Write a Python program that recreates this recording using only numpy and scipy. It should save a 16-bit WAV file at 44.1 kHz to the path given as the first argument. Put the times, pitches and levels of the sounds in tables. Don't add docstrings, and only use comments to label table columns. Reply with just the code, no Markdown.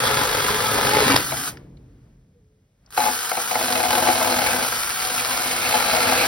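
import sys
import numpy as np
from scipy import signal
from scipy.fft import rfft, irfft, next_fast_len
from scipy.io import wavfile
from scipy.ndimage import uniform_filter1d

SR = 44100
rng = np.random.default_rng(int(sys.argv[2]) if len(sys.argv) > 2 else 0)


def master_out(mix):
    frames = np.transpose(np.atleast_2d(mix))
    ceiling = np.clip(frames, -1, 1)
    pcm = np.round(ceiling * 32767).astype(np.int16)
    wavfile.write(sys.argv[1], SR, pcm)


N = 276507
TIME_S = np.arange(N) / SR
SHARED_PATH = np.array([[1], [0], [0]])

# on_s, off_s, free_chain_drive_db
RUNS = [(-.2, 1.484, -34), (2.882, 6.4, -33)]
SPIN_UP_S, COAST_S = .1, .046
LINKS_PER_S = 520
LOAD_SAG_SHARE, LOAD_RATTLE_DB = .1, 3
# freq_hz, relative_db_per_hz
CHAIN_SPECTRUM = [(30, -25), (60, -11.5), (200, -5), (400, -9), (900, -1), (1500, 1), (2000, -6),
                  (2800, -1), (4500, 1), (6000, 1.5), (8500, 3), (11500, 1.5), (15800, -2.5)]
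# freq_hz, width_hz, relative_db
BAR_MODES = [(841, 16, -5), (1090, 180, -18.5), (1348, 120, -0.5), (1543, 120, -2), (1900, 130, -11.5),
             (2332, 32, -3), (2570, 45, -7.5), (3034, 81, -6.5), (4140, 51, -16.5)]
# time_s, rate_hz, relative_depth_db
BAR_HOPS = [(0, 53.95, 1.35), (.6, 50.99, 1.4), (1.101, 50, 1.4), (3.1, 52, 1.2), (3.6, 41.95, 2.0),
            (4.4, 40.05, 1.8), (4.8, 60.05, 1.3), (5.6, 56.95, 1.3), (6.27, 46.74, 1.1)]
# time_s, level_db (at full speed)
WHINE_LEVEL = [(0, -41.5), (1.3, -49.5), (2.95, -48.5), (3.15, -41.5), (3.4, -50), (4.85, -52),
               (5.05, -32.5), (5.25, -40), (5.42, -36), (5.6, -49), (6.27, -48)]
WHINE_HZ, WHINE_SAG_SHARE, WHINE_WAVER_SHARE = 750, .012, .0027

# time_s, level_db (re a full bite)
UPPER_FEED = [(0, -6), (.06, -4.5), (.3, -6.5), (.66, -7), (.98, -3.5), (1.06, -4.5), (1.122, -5),
              (1.152, -17), (1.175, -11), (1.24, -26)]
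LOWER_FEED = [(2.975, -18), (2.99, -7), (3.09, -6), (3.16, -20.5), (3.5, -20), (3.6, -6.5), (3.78, -3),
              (4.05, 0), (4.45, -0.83), (4.63, -3), (4.7, -13), (4.96, -22), (5.09, -12.5), (5.66, -8),
              (5.76, -2.5), (5.98, -0.5), (6.27, -1.5)]
# freq_hz, width_hz, relative_db
UPPER_RAIL_MODES = [(132, 35, 2.5), (232, 24, 1), (291.7, 19, -2.5), (350, 31, -9), (428, 14, 8),
                    (493, 75, 2), (550, 36, 0.5), (648, 32, -2), (714, 22, 0), (850, 67, 2.5),
                    (995, 16, -0.5)]
LOWER_RAIL_MODES = [(117, 36, -11), (234, 7.6, -10.5), (256.2, 17, 1), (349.4, 22, -3), (499, 15, 2.5),
                    (536, 27, -2.5), (650, 22, 5), (730, 28, 5.5), (795, 20, 1), (846.7, 11, 7),
                    (977, 10, -10)]
# freq_hz, width_hz, relative_db
UPPER_KERF_MODES = [(1008, 44, 3.5), (1189, 55, 1.5), (1290, 140, 6.5), (1460, 110, -6.5), (1653, 80, 0.5),
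                    (2040, 120, -4), (3298, 170, 1.5), (4010, 83, -14)]
LOWER_KERF_MODES = [(1340, 130, 3.4), (1562, 110, 3.1), (2128, 110, 8.9), (2320, 31, 6), (2547, 51, 5.3),
                    (4020, 130, 4.6)]
# freq_hz, relative_db_per_hz
TEAR_SPECTRUM = [(30, -25), (300, -14.5), (900, 3), (1350, 0.5), (2100, 0), (2800, -0.5), (3500, -3.5),
                 (4700, -2), (6000, -13.5), (10000, -12.5), (16000, -21.5)]
TEAR_LAW, GRIP_LAW, SHUDDER_LAW = .24, .63, .68

# time_s, pitch_hz, t60_s, initial_db
PARTING = (1.145, 125, .17, -17.5)
PARTING_S = PARTING[0]
# freq_hz, width_hz, relative_db
LOOSE_RAIL_MODES = [(133, 75, -5), (233, 120, -5), (272, 25, 4.5)]
YIELD_S, YIELD_GRIP_DB, YIELD_TEAR_DB, YIELD_SHUDDER_DB = .44, -18.5, 10.5, -11
FLAP_DB, FLAP_GROWTH_DB_PER_S, FLAP_FADE_DB_PER_S = -25.5, 49, 127.5
GROWL_HZ, GROWL_SAG_HZ_PER_S, GROWL_DB = 135.4, 55, 2

# start_s, nominal_knock_peak_db, nominal_rasp_peak_db
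KNOCKS = [(.033, -14, -13.5), (.764, -19, -17), (.783, -11, -14), (1.097, -16, -12), (1.113, -16, -15),
          (1.141, -18, -14), (1.319, -15, -17), (2.975, -5.5, -11), (3.001, -10.5, -15),
          (3.037, -11.5, -17.5), (3.061, -8, -22), (3.083, -13, -23), (3.314, -14, -16), (3.37, -11.5, -17),
          (3.509, -12, -15), (3.553, -8.5, -10.5), (3.61, -18.5, -16.5), (3.754, -13.5, -10),
          (3.774, -18, -18), (3.798, -13, -19), (3.836, -12, -15), (3.927, -17, -10), (3.975, -9.5, -21),
          (4.022, -11.5, -14.5), (4.07, -10, -17), (4.085, -6, -11), (4.149, -15, -25), (4.209, -10, -16),
          (4.385, -8.5, -17), (4.47, -18, -12), (5.738, -9, -17), (5.933, -9.5, -25.5),
          (5.968, -11.5, -21.5), (6.049, -15, -20), (6.089, -15, -15.5), (6.121, -9, -14.5)]
# start_s, nominal_peak_db
SNAPS = [(.078, -10.5), (.143, -12), (1.07, -14), (1.1205, -10), (1.1595, -10), (1.1624, -2), (1.163, -4),
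         (1.174, -13), (1.206, -16), (1.3699, -17), (2.9246, -30), (3.6265, -15.5), (3.645, -16),
         (3.7238, -10.5), (3.8493, -15), (3.906, -12.5), (3.953, -12), (4.4691, -14), (4.5175, -15.5),
         (4.833, -14.5), (4.9046, -14.5), (5.001, -17.5), (5.05, -15.5), (5.248, -11.5), (5.375, -13)]
SPLINTERS_PER_S, SPLINTER_DB = 5, -24.5
# freq_hz, relative_db_per_hz
CRACK_SPECTRUM = [(30, -25.5), (300, -13.5), (900, -1.5), (1800, 2), (2700, -1.5), (3500, -2), (5000, 2),
                  (6200, -9.5), (10000, -7), (16000, -19.5)]
BLOW_SPECTRUM = [(60, -10.5), (300, -5), (800, 4), (2000, -0.5), (4000, -11.5), (10000, -17)]
# loudest_s, half_length_s, pitch_hz, level_db
GROANS = [(.69, 0.086, 1295, -24.5), (.885, 0.074, 835, -29), (.975, 0.092, 850, -21.5),
          (1.018, 0.078, 428, -22.5), (1.101, 0.11, 276, -23.5), (6.232, .1, 265, -31.5)]
GROAN_SAG_PER_S, GROAN_ROUGHNESS = .45, .26
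# loudest_s, half_length_s, level_db
RUBS = [(4.464, 0.035, -30), (4.52, 0.033, -26), (5.196, .04, -29.5), (5.36, .03, -32),
        (5.635, 0.091, -30.5), (5.665, 0.038, -29), (5.764, .05, -32), (6.029, .06, -31.5),
        (6.177, 0.054, -32), (6.222, 0.084, -23.5)]
# freq_hz, width_hz, relative_db (per pass)
RUB_MODES = [(2327, 230, -3), (2550, 240, -4)]

# start_s, freq_hz, peak_db, decay_s
TICKS = [(1.571, 1800, -35, .005), (1.571, 5030, -42, .005), (1.77, 4140, -54, .005),
         (1.772, 2510, -55, .005), (2.862, 5290, -46, .003), (2.875, 950, -51, 0.0053)]
# time_s, level_db
SLEEVE_LEVEL = [(1.5, -45), (1.72, -70), (1.85, -69), (2.1, -70), (2.28, -87), (2.78, -87), (2.865, -68),
                (2.92, -68)]
# freq_hz, relative_db_per_hz
SLEEVE_SPECTRUM = [(100, -13.5), (400, -1), (900, -3), (2000, -7.5), (4000, -16), (6000, -19), (11000, -26),
                   (16000, -31.5)]

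# time_s, level_db
RUMBLE_LEVEL = [(0, -46), (1.45, -44.5), (2.1, -52), (2.78, -64), (2.86, -57), (3.0, -59), (3.9, -60),
                (4.5, -47.5), (6.27, -56)]
# freq_hz, relative_db_per_hz
AIR_SPECTRUM = [(20, -30), (30, -22), (44, 1.5), (80, -4), (120, -0.5), (170, -5.5), (265, -15), (420, -25),
                (1000, -42), (2000, -82)]
# freq_hz, width_hz, relative_db (per pass)
DRONE_BANDS = [(134.6, 9, -1), (178, 30, -11), (238, 25, -10), (278, 25, -9.5), (330, 150, -14),
               (428, 26, -14.5)]
DRONE_DB, DRONE_RISE_S, DRONE_FADE_DB_PER_S = -30, .23, 30
# time_s, level_db
HUSH_LEVEL = [(0, -62.5), (2.1, -70), (2.3, -72.5), (2.75, -73), (2.9, -68), (6.27, -58)]
# freq_hz, relative_db_per_hz
FIELD_SPECTRUM = [(30, -14.5), (150, -8), (320, -7), (560, -3.5), (720, -11), (900, -15), (2000, -15),
                  (4000, -20), (7000, -18.5), (12000, -26.5), (16000, -29)]
# time_s, pitch_hz, level_db
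CALL = [(2.331, 500, -89), (2.36, 488, -59), (2.4, 480, -67), (2.42, 420, -68), (2.5, 430, -68),
        (2.57, 434, -70), (2.68, 428, -80.5)]

ECHO_DELAYS_S = [.0023, .0041, .0067, .0103, .0149]
# freq_hz, lead_rad
PORT_LEAD = [(200, 0), (330, .08), (680, 1.0), (1600, .15), (2750, 2.0), (3700, .4), (4300, 1.0), (5350, 0),
             (6500, np.pi), (8000, np.pi), (10200, 7.0), (11550, 6.3), (12750, 9.35), (14300, 9.5),
             (15800, 12.3)]
# freq_hz, alike_0_to_1
PORT_LIKENESS = [(100, .999), (250, 0.99), (700, 0.7), (1500, 0.58), (3000, 0.62), (5200, 0.6),
                 (5950, 0.54), (6550, 1), (7950, 1), (8500, 0.81), (10400, 0.25), (11400, 1), (12300, 0.45),
                 (13600, 0.94), (15500, .55)]
# freq_hz, left_minus_right_db
PORT_BALANCE = [(200, 0), (400, -.7), (750, 5.5), (1400, 3.7), (2100, -.5), (2500, -2), (3100, 1),
                (4300, -1.5), (5300, 0)]
EDGE_HZ = 15950


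def chain(chatter_db, speed_law=1.7):
    links = strikes(LINKS_PER_S, jitter=.25, spread_db=2.5) * gain_of(1.3 * chatter_db)
    rattle = sum(gain_of(db) * spin(on_s, off_s) ** speed_law for on_s, off_s, db in RUNS)
    rattle = rattle * gain_of(LOAD_RATTLE_DB * load())
    drive = evened(scrape(links, decay_s=.0009) + .25 * evened(links)) * rattle
    return gain_of(5.5) * boards(colour(drive, CHAIN_SPECTRUM)) + gain_of(13.5) * ring(drive, BAR_MODES)


def whine():
    speed = sum(spin(on_s, off_s) for on_s, off_s, _ in RUNS)
    pitch_hz = WHINE_HZ * speed * (1 - WHINE_SAG_SHARE * load()) * (1 + WHINE_WAVER_SHARE * wobble(0, 12))
    tone = np.sqrt(2) * np.sin(2 * np.pi * np.cumsum(pitch_hz) / SR)
    return SHARED_PATH * level(WHINE_LEVEL) * speed ** 2 * tone


def upper_cut(chatter_db, tear_db=-29.0, bar_db=8.0, shudder_db=-40.5):
    yielded = np.interp(TIME_S, [PARTING_S - YIELD_S, PARTING_S, UPPER_FEED[-1][0]], [0, 1, 0])
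    growl_hz = GROWL_HZ + GROWL_SAG_HZ_PER_S * np.maximum(PARTING_S - TIME_S, 0)
    growl = jerks(growl_hz, jitter=.04, fall_turns=.4)
    sway_db = chatter_db + GROWL_DB * np.sqrt(yielded) * growl
    return cut(UPPER_FEED, UPPER_RAIL_MODES, UPPER_KERF_MODES, sway_db, spread_db=.5, push_db=-20.0,
               tear_db=tear_db + YIELD_TEAR_DB * yielded, bar_db=bar_db + YIELD_GRIP_DB * yielded,
               shudder_db=shudder_db + YIELD_SHUDDER_DB * yielded)


def lower_cut(chatter_db, tear_db=-34.5, tear_db_per_s=3.0, shudder_db=-49, shudder_db_per_s=2.0):
    cutting_s = np.maximum(TIME_S - LOWER_FEED[0][0], 0)
    return cut(LOWER_FEED, LOWER_RAIL_MODES, LOWER_KERF_MODES, 1.15 * chatter_db, spread_db=1.5,
               push_db=-24.0, tear_db=tear_db + tear_db_per_s * cutting_s, bar_db=-2.0,
               shudder_db=shudder_db + shudder_db_per_s * cutting_s)


def cut(feed, rail, kerf, sway_db, spread_db, push_db, tear_db, bar_db, shudder_db):
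    teeth = strikes(LINKS_PER_S / 2, jitter=.28, spread_db=spread_db)
    bites = evened((scrape(teeth, decay_s=.0022) + .2 * evened(teeth)) * gain_of(sway_db))
    force = np.maximum(level(feed), 0)
    wood = wandering(bites, rail, swell_db=1.2, rate_hz=9)
    wood = evened(wood * gain_of(.25 * sway_db)) * force
    bar = wandering(bites, kerf, swell_db=3.2, rate_hz=15)
    rasp = boards(colour(bites, TEAR_SPECTRUM)) + gain_of(bar_db) * force ** GRIP_LAW * bar
    rasp = evened(rasp) * force ** TEAR_LAW
    shudder = evened(colour(hiss(), AIR_SPECTRUM)) * force ** SHUDDER_LAW
    return gain_of(push_db) * wood + gain_of(tear_db) * rasp + gain_of(shudder_db) * shudder


def rubs(chatter_db):
    pressure = sum(gain_of(db) * swell(s, half_s) for s, half_s, db in RUBS)
    return evened(ring(ring(hiss(), RUB_MODES), RUB_MODES)) * pressure * gain_of(chatter_db)


def giving_way():
    s, pitch_hz, t60_s, db = PARTING
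    tugs = scrape(strikes(LINKS_PER_S / 2, jitter=.33, spread_db=5.0), decay_s=.0039)
    flap_db = FLAP_DB - np.maximum(FLAP_GROWTH_DB_PER_S * (s - TIME_S), FLAP_FADE_DB_PER_S * (TIME_S - s))
    out = evened(ring(tugs, LOOSE_RAIL_MODES)) * gain_of(flap_db)
    t_s = np.arange(SR // 3) / SR
    thump = gain_of(db - 60 * t_s / t60_s) * np.sin(2 * np.pi * pitch_hz * t_s)
    add(out, s, SHARED_PATH * thump)
    return out


def groans():
    grain = 1 + GROAN_ROUGHNESS * wobble(0, 70)
    out = np.zeros(N)
    for s, half_s, pitch_hz, db in GROANS:
        near = abs(TIME_S - s) < half_s
        t_s = TIME_S[near] - s
        turns = pitch_hz * (t_s - GROAN_SAG_PER_S * t_s ** 2 / 2) + rng.random()
        envelope = (swell(s, half_s) * grain)[near]
        out[near] += gain_of(db) * envelope * np.sqrt(2) * np.sin(2 * np.pi * turns)
    return SHARED_PATH * out


def catches(crest_db=12.5, dig_s=.003, drag_s=.006, rasp_rise_s=.002, rasp_s=.005, rasp_crack_db=-25,
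            crack_s=.0032, crack_crest_db=8.5):
    out = np.zeros((3, N))
    for s, knock_db, rasp_db in KNOCKS:
        upper = s < PARTING_S
        rail, kerf = (UPPER_RAIL_MODES, UPPER_KERF_MODES) if upper else (LOWER_RAIL_MODES, LOWER_KERF_MODES)
        knock = ring(colour(drag(dig_s, drag_s), BLOW_SPECTRUM), rail)
        grit = drag(rasp_rise_s, rasp_s)
        rasp = ring(grit, kerf) + gain_of(rasp_crack_db) * colour(grit, CRACK_SPECTRUM)
        knock = opening_at(knock, knock_db - crest_db, size=SR // 50)
        rasp = opening_at(rasp, rasp_db - crest_db, size=SR // 100)
        add(out, s, knock + rasp)
    splinter_times_s = TIME_S[rng.random(N) < SPLINTERS_PER_S * load() / SR]
    splinters = [(s, SPLINTER_DB) for s in splinter_times_s]
    for s, db in SNAPS + splinters:
        snap = colour(burst(decay_s=crack_s, grit=.86), CRACK_SPECTRUM)
        add(out, s, opening_at(snap, db - crack_crest_db, size=SR // 300))
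    return out


def handling(tick_width_hz=1300):
    out = evened(colour(hiss(), SLEEVE_SPECTRUM)) * level(SLEEVE_LEVEL)
    for s, freq_hz, db, decay_s in TICKS:
        mode = [(freq_hz, tick_width_hz, 0)]
        tick = ring(ring(burst(decay_s=decay_s, grit=.55), mode), mode)
        add(out, s, gain_of(db) * tick / abs(tick).max(axis=1, keepdims=True))
    return out


def outdoors():
    rumble = evened(colour(hiss(), AIR_SPECTRUM)) * level(RUMBLE_LEVEL)
    since_s = np.maximum(TIME_S - PARTING_S, 0)
    fade = np.minimum(since_s / DRONE_RISE_S, 1) * gain_of(DRONE_DB - DRONE_FADE_DB_PER_S * since_s)
    drone = evened(ring(ring(hiss(), DRONE_BANDS), DRONE_BANDS)) * fade
    hush = evened(colour(hiss(), FIELD_SPECTRUM)) * level(HUSH_LEVEL)
    s, hz, _ = np.transpose(CALL)
    pitch_hz = np.interp(TIME_S, s, hz) * (1 + .0074 * wobble(0, 30))
    call = np.sin(2 * np.pi * np.cumsum(pitch_hz) / SR) * level(CALL, index=2)
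    return rumble + drone + hush + call


def spin(on_s, off_s):
    run_up = np.clip((TIME_S - on_s) / SPIN_UP_S, 0, 1)
    return run_up * np.exp(-np.maximum(TIME_S - off_s, 0) / COAST_S)


def load():
    return level(UPPER_FEED) + level(LOWER_FEED)


def strikes(per_s, jitter, spread_db):
    speed = sum(spin(on_s, off_s) for on_s, off_s, _ in RUNS) * (1 - LOAD_SAG_SHARE * load())
    passed = np.floor(np.cumsum(per_s * speed * (1 + jitter * wobble(0, 150))) / SR)
    size_db = spread_db * np.clip(rng.standard_normal(N), -2, 2)
    return (np.diff(passed, prepend=0) > 0) * gain_of(size_db)


def scrape(clicks, decay_s):
    power = signal.lfilter([1], [1, -np.exp(-1 / (SR * decay_s))], clicks ** 2)
    return evened(np.sqrt(power) * hiss())


def drag(rise_s, decay_s):
    t_s = np.arange(SR // 5) / SR
    return np.minimum(t_s / rise_s, 1) * np.exp(-t_s / decay_s) * hiss(size=len(t_s))


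def burst(decay_s, grit):
    t_s = np.arange(SR // 5) / SR
    return (t_s == 0) + grit * np.exp(-t_s / decay_s) * hiss(size=len(t_s))


def wandering(x, modes, swell_db, rate_hz):
    return sum(ring(x, [mode]) * gain_of(swell_db * wobble(0, rate_hz)) for mode in modes)


def ring(x, modes):
    out = 0
    for freq_hz, width_hz, db in modes:
        b, a = signal.iirpeak(freq_hz, freq_hz / abs(width_hz), SR)
        out = out + gain_of(db) * signal.lfilter(b, a, x)
    return out


def boards(x, echo_db=-7.5, drift_s=.00018):
    out = x.copy()
    for delay_s in ECHO_DELAYS_S:
        heard_at_s = TIME_S - delay_s - drift_s * wobble(0, .5)
        out += gain_of(echo_db) * np.array([np.interp(heard_at_s, TIME_S, path) for path in x])
    return out / np.sqrt(1 + len(ECHO_DELAYS_S) * gain_of(echo_db) ** 2)


def jerks(rate_hz, jitter, fall_turns, rise_turns=.16):
    turn = np.cumsum(rate_hz * (1 + jitter * wobble(0, 25))) / SR % 1
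    jolt = np.minimum(turn / rise_turns, 1) * np.exp(-turn / fall_turns)
    return evened(jolt - jolt.mean())


def wobble(hz, width_hz):
    size, step = 2 ** 14, 32
    f_hz = np.fft.rfftfreq(size, step / SR)
    swing = irfft(rfft(rng.standard_normal(size)) * np.exp(-.5 * ((f_hz - hz) / width_hz) ** 2))
    return evened(np.interp(TIME_S, np.arange(size) * step / SR, swing))


def swell(s, half_s):
    knots_s = s + half_s * np.array([-1, -.25, 0, .25, 1])
    return np.interp(TIME_S, knots_s, [0, .8, 1, .8, 0]) ** 2


def hiss(size=N):
    return rng.standard_normal((3, size))


def colour(x, spectrum):
    log_gain = np.log(gain_of(read(spectrum, abs(np.fft.fftfreq(8192, 1 / SR)))))
    taps = np.fft.ifft(np.exp(np.conj(signal.hilbert(log_gain)))).real
    return signal.oaconvolve(x, taps[None], axes=1)[:, :x.shape[1]]


def read(points, hz):
    f_hz, value = np.transpose(points)
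    return np.interp(np.log(hz + 1), np.log(np.sort(abs(f_hz)) + 1), value)


def level(rows, index=1):
    rows = np.array(rows)
    s = rows[:, 0]
    inside = 1. * ((TIME_S > s[0] - .01) & (TIME_S < s[-1] + .01))
    return gain_of(np.interp(TIME_S, s, rows[:, index])) * uniform_filter1d(inside, size=400)


def opening_at(sound, db, size):
    return gain_of(db) * sound / sound[:, :size].std(axis=1, keepdims=True)


def evened(x):
    return x / np.sqrt(np.mean(x ** 2) + 1e-20)


def gain_of(db):
    return np.exp(np.asarray(db) * (np.log(10) / 20))


def add(mix, s, sound):
    part = mix[:, max(round(s * SR), 0):][:, :sound.shape[1]]
    part += sound[:, :part.shape[1]]


def ports(paths):
    size = next_fast_len(N)
    hz = np.fft.rfftfreq(size, 1 / SR)
    side = np.array([[.5], [-.5]])
    alike = np.clip(read(PORT_LIKENESS, hz), 0, 1)
    spectra = rfft(paths, size)
    heard = np.sqrt(alike) * spectra[0] + np.sqrt(1 - alike) * spectra[1:]
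    lead = np.exp(1j * side * read(PORT_LEAD, hz))
    balance = gain_of(side * read(PORT_BALANCE, hz))
    return irfft(heard * lead * balance, size)[:, :N]


def scene():
    s, rate_hz, depth_db = np.transpose(BAR_HOPS)
    hop_hz = np.interp(TIME_S, s, rate_hz)
    hops_db = np.interp(TIME_S, s, depth_db) * jerks(hop_hz, jitter=.13, fall_turns=.4)
    whip_db = .31 * wobble(7, 3.5) + .33 * wobble(21, 9.2) + .4 * wobble(45, 14)
    chatter_db = whip_db + hops_db
    saw = chain(.5 * chatter_db) + whine() + upper_cut(chatter_db) + lower_cut(chatter_db) + rubs(chatter_db)
    return ports(saw + giving_way() + groans() + catches() + handling() + outdoors())


def record(dry):
    taps = signal.firwin(701, EDGE_HZ, window=("kaiser", 9), fs=SR)
    return signal.oaconvolve(dry, taps[None], "same")


dry = scene()
out = record(dry)
master_out(out)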